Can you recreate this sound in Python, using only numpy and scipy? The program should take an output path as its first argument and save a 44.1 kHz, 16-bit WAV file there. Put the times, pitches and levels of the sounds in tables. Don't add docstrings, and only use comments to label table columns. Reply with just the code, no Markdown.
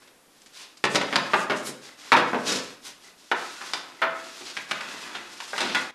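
import sys
import numpy as np
from scipy import signal
from scipy.fft import rfft, irfft
from scipy.io import wavfile
from scipy.ndimage import uniform_filter1d, minimum_filter1d

SR = 44100
rng = np.random.default_rng(int(sys.argv[2]) if len(sys.argv) > 2 else 0)


def dump_mix(stems):
    frames = np.atleast_2d(stems).T
    limited = np.clip(frames, -1, 1)
    pcm = np.round(limited * 32767).astype(np.int16)
    wavfile.write(sys.argv[1], SR, pcm)


N = 261954
TIME = np.arange(N) / SR
TAPS = 8192
FREQS = np.maximum(np.arange(TAPS // 2 + 1) * SR / TAPS, 1)

# frequency in Hz, relative level in dB.
ROOM_TONE_SPECTRUM = [(25, -4.5), (60, -10), (120, -9), (250, 3), (500, -1.5), (1000, -5), (2500, -9),
                      (5000, -13), (9000, -12.5), (13000, -11.5)]
# frequency in Hz, t60 in seconds, level against the direct sound in dB.
ECHO_BANDS = [(100, 0.8, 0), (256, 0.52, 3.5), (624, 0.44, 0.5), (1310, 0.49, -0.5), (3770, 0.37, -5),
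              (8140, 0.32, -8.5), (13000, .3, -14)]
# frequency in Hz, side gain in dB.
STEREO_WIDTH = [(60, -11), (150, -28), (380, -40), (700, -25.5), (1400, -24), (2500, -20), (5500, -18.5),
                (9000, -46), (13000, -31)]
# frequency in Hz, gain in dB.
MIC_RESPONSE = [(30, -3), (90, -1), (1300, 0), (3500, 0), (5200, 0.5), (7500, -1), (10500, -1), (12800, -3)]
# frequency in Hz, relative level in dB.
MIC_RUMBLE_SPECTRUM = [(20, 1), (45, 9), (100, -13), (250, -22), (1000, -34), (8000, -50)]
# frequency in Hz, level in dB, t60 in seconds.
BOARD_MODES = [(656, -26, 0.71), (990, -53, 0.37), (1280, -30.5, 0.55), (1744, -54, .3), (2070, -29, 0.43),
               (2630, -45, 0.64)]
BLADE_MODES = [(1160, -39, 0.61), (1440, -24, 0.32), (1650, -35, 0.17), (2002, -22.5, 0.21),
               (2560, -28, 0.13), (2660, -30, 0.17), (3380, -28.5, 0.17)]
# frequency in Hz, width in Hz, relative lift in dB.
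PEEL_MODES = [(139, 20, 3), (233, 53, 3), (359.3, 38, 2), (465, 13, -1.5), (757, 48, 1.5), (983, 36, -0.5),
              (1172, 17, 2.5), (1584, 30, 0), (1750, 41, 0.5), (1940, 47, 1.5), (2243, 120, 2.5),
              (2500, 170, 0), (3260, 150, 0.5), (4950, 250, 2.5)]
# fastest moment, rise and fall in seconds, relative level
# in dB, hiss centre in Hz, loss an octave above it in dB, shaft rumble against the hiss in dB.
STROKES = [ (.605, 0.045, 0.039, -43, 3970, 7, -31), (0.949, 0.033, 0.028, -36.5, 7260, 23, 4),
           (1.41, 0.051, .025, -41, 7400, 20, -8), (1.581, 0.025, 0.022, -40, 6660, 18, -14),
           (1.672, 0.021, 0.026, -34, 7860, 14, -7.5), (2.497, 0.026, 0.062, -27, 5070, 14, -6.5),
           (2.872, 0.023, 0.028, -37, 4580, 7, -19), (4.501, 0.038, 0.015, -38.5, 4500, 14.5, -33),
           (5.625, 0.015, 0.12, -34, 3770, 15, -7.5), ]
# frequency in Hz, relative level in dB.
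SHAFT_SPECTRUM = [(50, -55), (100, -5), (150, 0.5), (300, 4.5), (480, 6.5), (750, -6.5), (1500, -4.5),
                  (4000, -26)]
RASP_SPECTRUM = [(300, -32), (1500, -12), (3200, -0.5), (4800, 1), (7000, -2), (10000, -10), (13000, -15)]
WOOD_SPECTRUM = [(60, -23), (130, -15), (280, -1.5), (600, -3.5), (1350, 0.5), (2400, -4), (4000, -7),
                 (8000, -33)]
# start in seconds, length in seconds,
# speed as a gain in dB, load against that gain in dB.
SLIDES = [(0, 0.033, -56.5, 2.5), (0.286, 0.62, -63.5, -9), (1.0, 0.43, -47.5, 6), (1.8, 0.092, -48, 0.5),
          (1.969, 0.75, -48.5, -1.5), (2.995, 0.083, -52, -1.5), (3.165, 0.16, -52.5, -8),
          (3.348, 0.45, -44, -2.5), (3.846, 0.3, -57, 6), (4.14, 0.19, -48, 1), (4.332, 0.29, -45.5, -6)]
# time in seconds, relative speed and load in dB.
LONG_PUSH = [(4.72, -46, -41), (4.76, -49, -39.5), (4.99, -45.5, -41.5), (5.12, -48, -40),
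             (5.23, -52.5, -43.5), (5.438, -47.5, -53.5), (5.572, -43.5, -41), (5.706, -46.5, -34),
             (5.828, -42.5, -44), (5.92, -56, -49)]
# frequency in Hz,
# base level in dB, dB added per dB of weight, dB added per dB of hardness.
BLOW_SPECTRUM = [(65, -32, 1, 0), (133.7, -7.5, 0.5, 0), (220, .5, 1, 0), (580, 2, .5, 0),
                 (1416, 1.5, 0, 0), (3440, -0.5, 0, 1), (8380, -11, 0, 2.4), (13000, -30.5, 0, 0.6)]
# start in seconds,
# relative level in dB, weight in dB, contact hardness in dB, clatter time in seconds, note in Hz.
KNOCKS = [(.075, -20, -7, 1, 0.017, 1030), (0.419, -31, 0, 7.5, .008, 8000),
          (.461, -21.5, -10, 6, .02, 1760), (.772, -24.5, -5, 6.5, 0.012, 4770),
          (.84, 17, -0.5, -2.5, 0.019, 235), (.948, 6.5, -4, 1, 0.011, 600),
          (.956, 17, -0.5, -1.5, .013, 4900), (1.013, 10.5, -5, -4, 0.012, 347),
          (1.127, 12, -3.5, -5.5, 0.02, 3130), (1.158, 18.5, -2, -3, .009, 4840),
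          (1.335, 23, -9, -11.5, .016, 880), (1.498, 17.5, -0.5, -7.5, 0.035, 604),
          (2.119, 28.5, -8, -8, 0.019, 965), (2.166, 18.5, 1, -5.5, 0.034, 358),
          (2.332, 13, 5.5, -16.5, 0.0094, 810), (2.345, 12.5, 4.5, -12, 0.018, 460),
          (3.315, 18.5, -6.5, -9, .014, 1570), (3.61, 4, -18, -13, 0.017, 1300),
          (3.735, 10.5, -13.5, -1.5, 0.015, 4950), (4.018, 21, -16, -11.5, 0.037, 670),
          (4.41, -7.5, 6, -1, 0.014, 285), (4.568, 7.5, -13.5, -3.5, .018, 2380),
          (4.712, 14, -17, -4, 0.0097, 2550), (4.808, 1.5, -10, -2, 0.013, 1670),
          (5.15, 3, -19, -4.5, 0.024, 3300), (5.403, 3, -25, -3, 0.011, 915),
          (5.532, 8.5, -8.5, -17, 0.011, 1600), (5.58, 11, -13, -2, 0.017, 350),
          (5.605, 11.5, -7.5, 0, 0.023, 363), (5.638, 2, 10.5, -15, 0.017, 355),
          (5.748, 16, -13.5, -4.5, 0.022, 2030)]


def undb(db):
    return 10 ** (np.asarray(db) / 20)


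def unit(x):
    return x / np.sqrt(np.mean(x ** 2))


def spectrum(points):
    hz, db = np.transpose(points)
    return np.interp(np.log(FREQS), np.log(hz), db)


def bell(hz, width):
    return 1 / (1 + (2 * (FREQS - hz) / width) ** 2)


def colour(x, db):
    cepstrum = irfft(np.log(undb(db)))
    cepstrum[1:TAPS // 2] *= 2
    cepstrum[TAPS // 2 + 1:] = 0
    impulse = irfft(np.exp(rfft(cepstrum)))
    return signal.fftconvolve(x, impulse)[:len(x)]


def add(track, start_s, sound):
    start = max(int(start_s * SR), 0)
    part = sound[:max(N - start, 0)]
    track[start:start + len(part)] += part


def grit(samples, per_s, spread_db):
    size = undb(spread_db * np.minimum(rng.exponential(size=samples), 4))
    return unit(size * rng.standard_normal(samples) * (rng.random(samples) < per_s / SR))


def wander(per_s):
    knots = 2 * np.tanh(rng.standard_normal(1024) / np.sqrt(2))
    return np.interp(TIME * per_s, np.arange(len(knots)), knots)


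def room_tone(level_db=-57.5, waver_db=0.87):
    gain = undb(level_db + waver_db * wander(per_s=2.6))
    return gain * unit(colour(rng.standard_normal(N), spectrum(ROOM_TONE_SPECTRUM)))


def wall_echo(build_s=0.0095):
    t, echo = np.arange(SR) / SR, 0
    hz, t60s, levels_db = np.transpose(ECHO_BANDS)
    noise, bins = rfft(rng.standard_normal(SR)), np.arange(SR // 2 + 1)
    build = 1 - np.exp(-(t / build_s) ** 4)
    edges = 60 * 2 ** (np.arange(17) / 2)
    for lo, hi in zip(edges, edges[1:]):
        t60, db = (np.interp(np.log(lo * hi) / 2, np.log(hz), column) for column in (t60s, levels_db))
        band = irfft(noise * ((bins >= lo) & (bins < hi)))
        tail = band * np.exp(-np.log(1000) * t / t60) * build
        echo += undb(db) * unit(tail) * np.sqrt(2 * (hi - lo)) / SR
    return echo


def evened(echo):
    power = np.abs(rfft(echo)) ** 2
    power += 1e-6 * power.mean()
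    excess_db = 10 * np.log10(uniform_filter1d(power, size=21) / uniform_filter1d(power, size=161))
    return colour(echo, -np.interp(FREQS, np.arange(len(power)), excess_db))


def free_ring(modes, start_s):
    track, t = np.zeros(N), np.arange(SR) / SR
    for hz, db, t60 in modes:
        add(track, start_s, undb(db) * np.cos(2 * np.pi * hz * t) * np.exp(-np.log(1000) * t / t60))
    return track


def peel_resonance():
    return sum(db * bell(hz, width) for hz, width, db in PEEL_MODES) - 0.5


def flour_strokes(rise_db_per_octave=2.5, bass_cut_hz=350, flutter_db=1.5):
    track, t = np.zeros(N), np.arange(SR // 2) / SR - 1 / 4
    shaft_db = spectrum(SHAFT_SPECTRUM) + peel_resonance()
    bass_loss_db = 20 * np.log10(1 + (bass_cut_hz / FREQS) ** 2)
    for peak_s, rise_s, fall_s, db, centre_hz, loss_db, rumble_db in STROKES:
        speed = np.exp(-(t / np.where(t < 0, rise_s, fall_s)) ** 2 / 2)
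        octaves = np.log2(FREQS / centre_hz)
        hiss_db = rise_db_per_octave * np.minimum(octaves, 0) - loss_db * np.maximum(octaves, 0) ** 1.5
        hiss = unit(colour(grit(len(t), per_s=16000, spread_db=0.5), hiss_db - bass_loss_db))
        rumble = unit(colour(grit(len(t), per_s=900, spread_db=3), shaft_db))
        add(track, peak_s + t[0], undb(db - 0.5) * speed * (hiss + undb(rumble_db) * rumble))
    return track * undb(flutter_db * wander(per_s=70))


def blade_chatter(width_hz=300, shift_db=5, shifts_per_s=26):
    chatter = 0
    for hz, db, _ in BLADE_MODES:
        mode_db = 30 * np.log10(bell(hz, width_hz) + 1e-4)
        mode = unit(colour(grit(N, per_s=900, spread_db=2.5), mode_db))
        chatter += mode * undb(db / 2 + shift_db * wander(shifts_per_s))
    return unit(chatter)


def speed_and_load(push_fade_s=0.042, attack_s=0.03, release_s=0.043):
    times, speeds_db, loads_db = np.transpose(LONG_PUSH)
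    pushing = np.clip(1 + np.minimum(TIME - times[0], times[-1] - TIME) / push_fade_s, 0, 1)
    speed = pushing * undb(np.interp(TIME, times, speeds_db) + 2.5)
    load = pushing * undb(np.interp(TIME, times, loads_db) + 1)
    for start_s, length_s, db, load_db in SLIDES:
        attack = np.clip((TIME - start_s) / attack_s, 0, 1)
        release = np.exp(-np.maximum(TIME - start_s - length_s, 0) / release_s)
        speed += undb(db) * attack * release
        load += undb(db + load_db) * attack * release
    return speed, load


def blade_drag(slip_db=2.1, slips_per_s=45, rasp_db=-1, wood_db=-4, chatter_db=-7):
    speed, load = speed_and_load()
    rasp = unit(colour(grit(N, per_s=16000, spread_db=1), spectrum(RASP_SPECTRUM)))
    wood = unit(colour(grit(N, per_s=2500, spread_db=3), spectrum(WOOD_SPECTRUM) + peel_resonance()))
    shaking = undb(wood_db) * wood + undb(chatter_db) * blade_chatter()
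    stick_slip = undb(slip_db * wander(slips_per_s))
    return stick_slip * (undb(rasp_db) * speed * rasp + load * shaking)


def peel_knocks(tick_s=0.0045, note_lift_db=6):
    track, t = np.zeros(N), np.arange(TAPS) / SR
    resonance_db = peel_resonance()
    hz, base_db, by_weight, by_hardness = np.transpose(BLOW_SPECTRUM)
    for start_s, db, weight, hardness, clatter_s, note_hz in KNOCKS:
        clatter = grit(TAPS, per_s=6000, spread_db=1.46) * np.exp(-(t / clatter_s) ** 2)
        tick_share = min((tick_s / clatter_s) ** 2 * undb(0.56 * hardness), 0.5)
        force = np.sqrt((1 - tick_share) / TAPS) * unit(clatter)
        force[0] += np.sqrt(tick_share)
        tone_db = spectrum(list(zip(hz, base_db + weight * by_weight + hardness * by_hardness)))
        width_hz = 118 * (note_hz / 1000) ** 1.63
        note_db = note_lift_db * bell(note_hz, width_hz)
        add(track, start_s, colour(force, db + tone_db + resonance_db + note_db))
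    return track


def scene():
    peel = peel_knocks() + flour_strokes() + blade_drag()
    rings = free_ring(BOARD_MODES, start_s=4.018) + free_ring(BLADE_MODES, start_s=5.752)
    echo = signal.fftconvolve(peel, evened(wall_echo()))[:N]
    mid = peel + rings + echo + room_tone()
    side_echo = signal.fftconvolve(peel + rings, wall_echo())[:N]
    side = colour(side_echo + room_tone(), spectrum(STEREO_WIDTH))
    return np.array([undb(0.3) * (mid + side), mid - side])


def limiter(x, ceiling=0.82):
    gain = np.minimum(1, ceiling / (np.abs(x).max(axis=0) + 1e-9))
    return x * uniform_filter1d(minimum_filter1d(gain, size=181), size=181)


def record(dry, rumble_db=-84, top_hz=12700, drop_s=5.91):
    heard = limiter(np.array([colour(channel, spectrum(MIC_RESPONSE)) for channel in dry]))
    end_drop = np.interp(TIME, [drop_s - 0.003, drop_s + 0.003], [1, 0.25])
    rumble = np.array([unit(colour(rng.standard_normal(N), spectrum(MIC_RUMBLE_SPECTRUM))) for _ in dry])
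    lowpass = signal.ellip(10, 0.2, 90, top_hz, fs=SR, output="sos")
    return signal.sosfilt(lowpass, heard * end_drop + undb(rumble_db) * rumble)


dry = scene()
out = record(dry)
dump_mix(out)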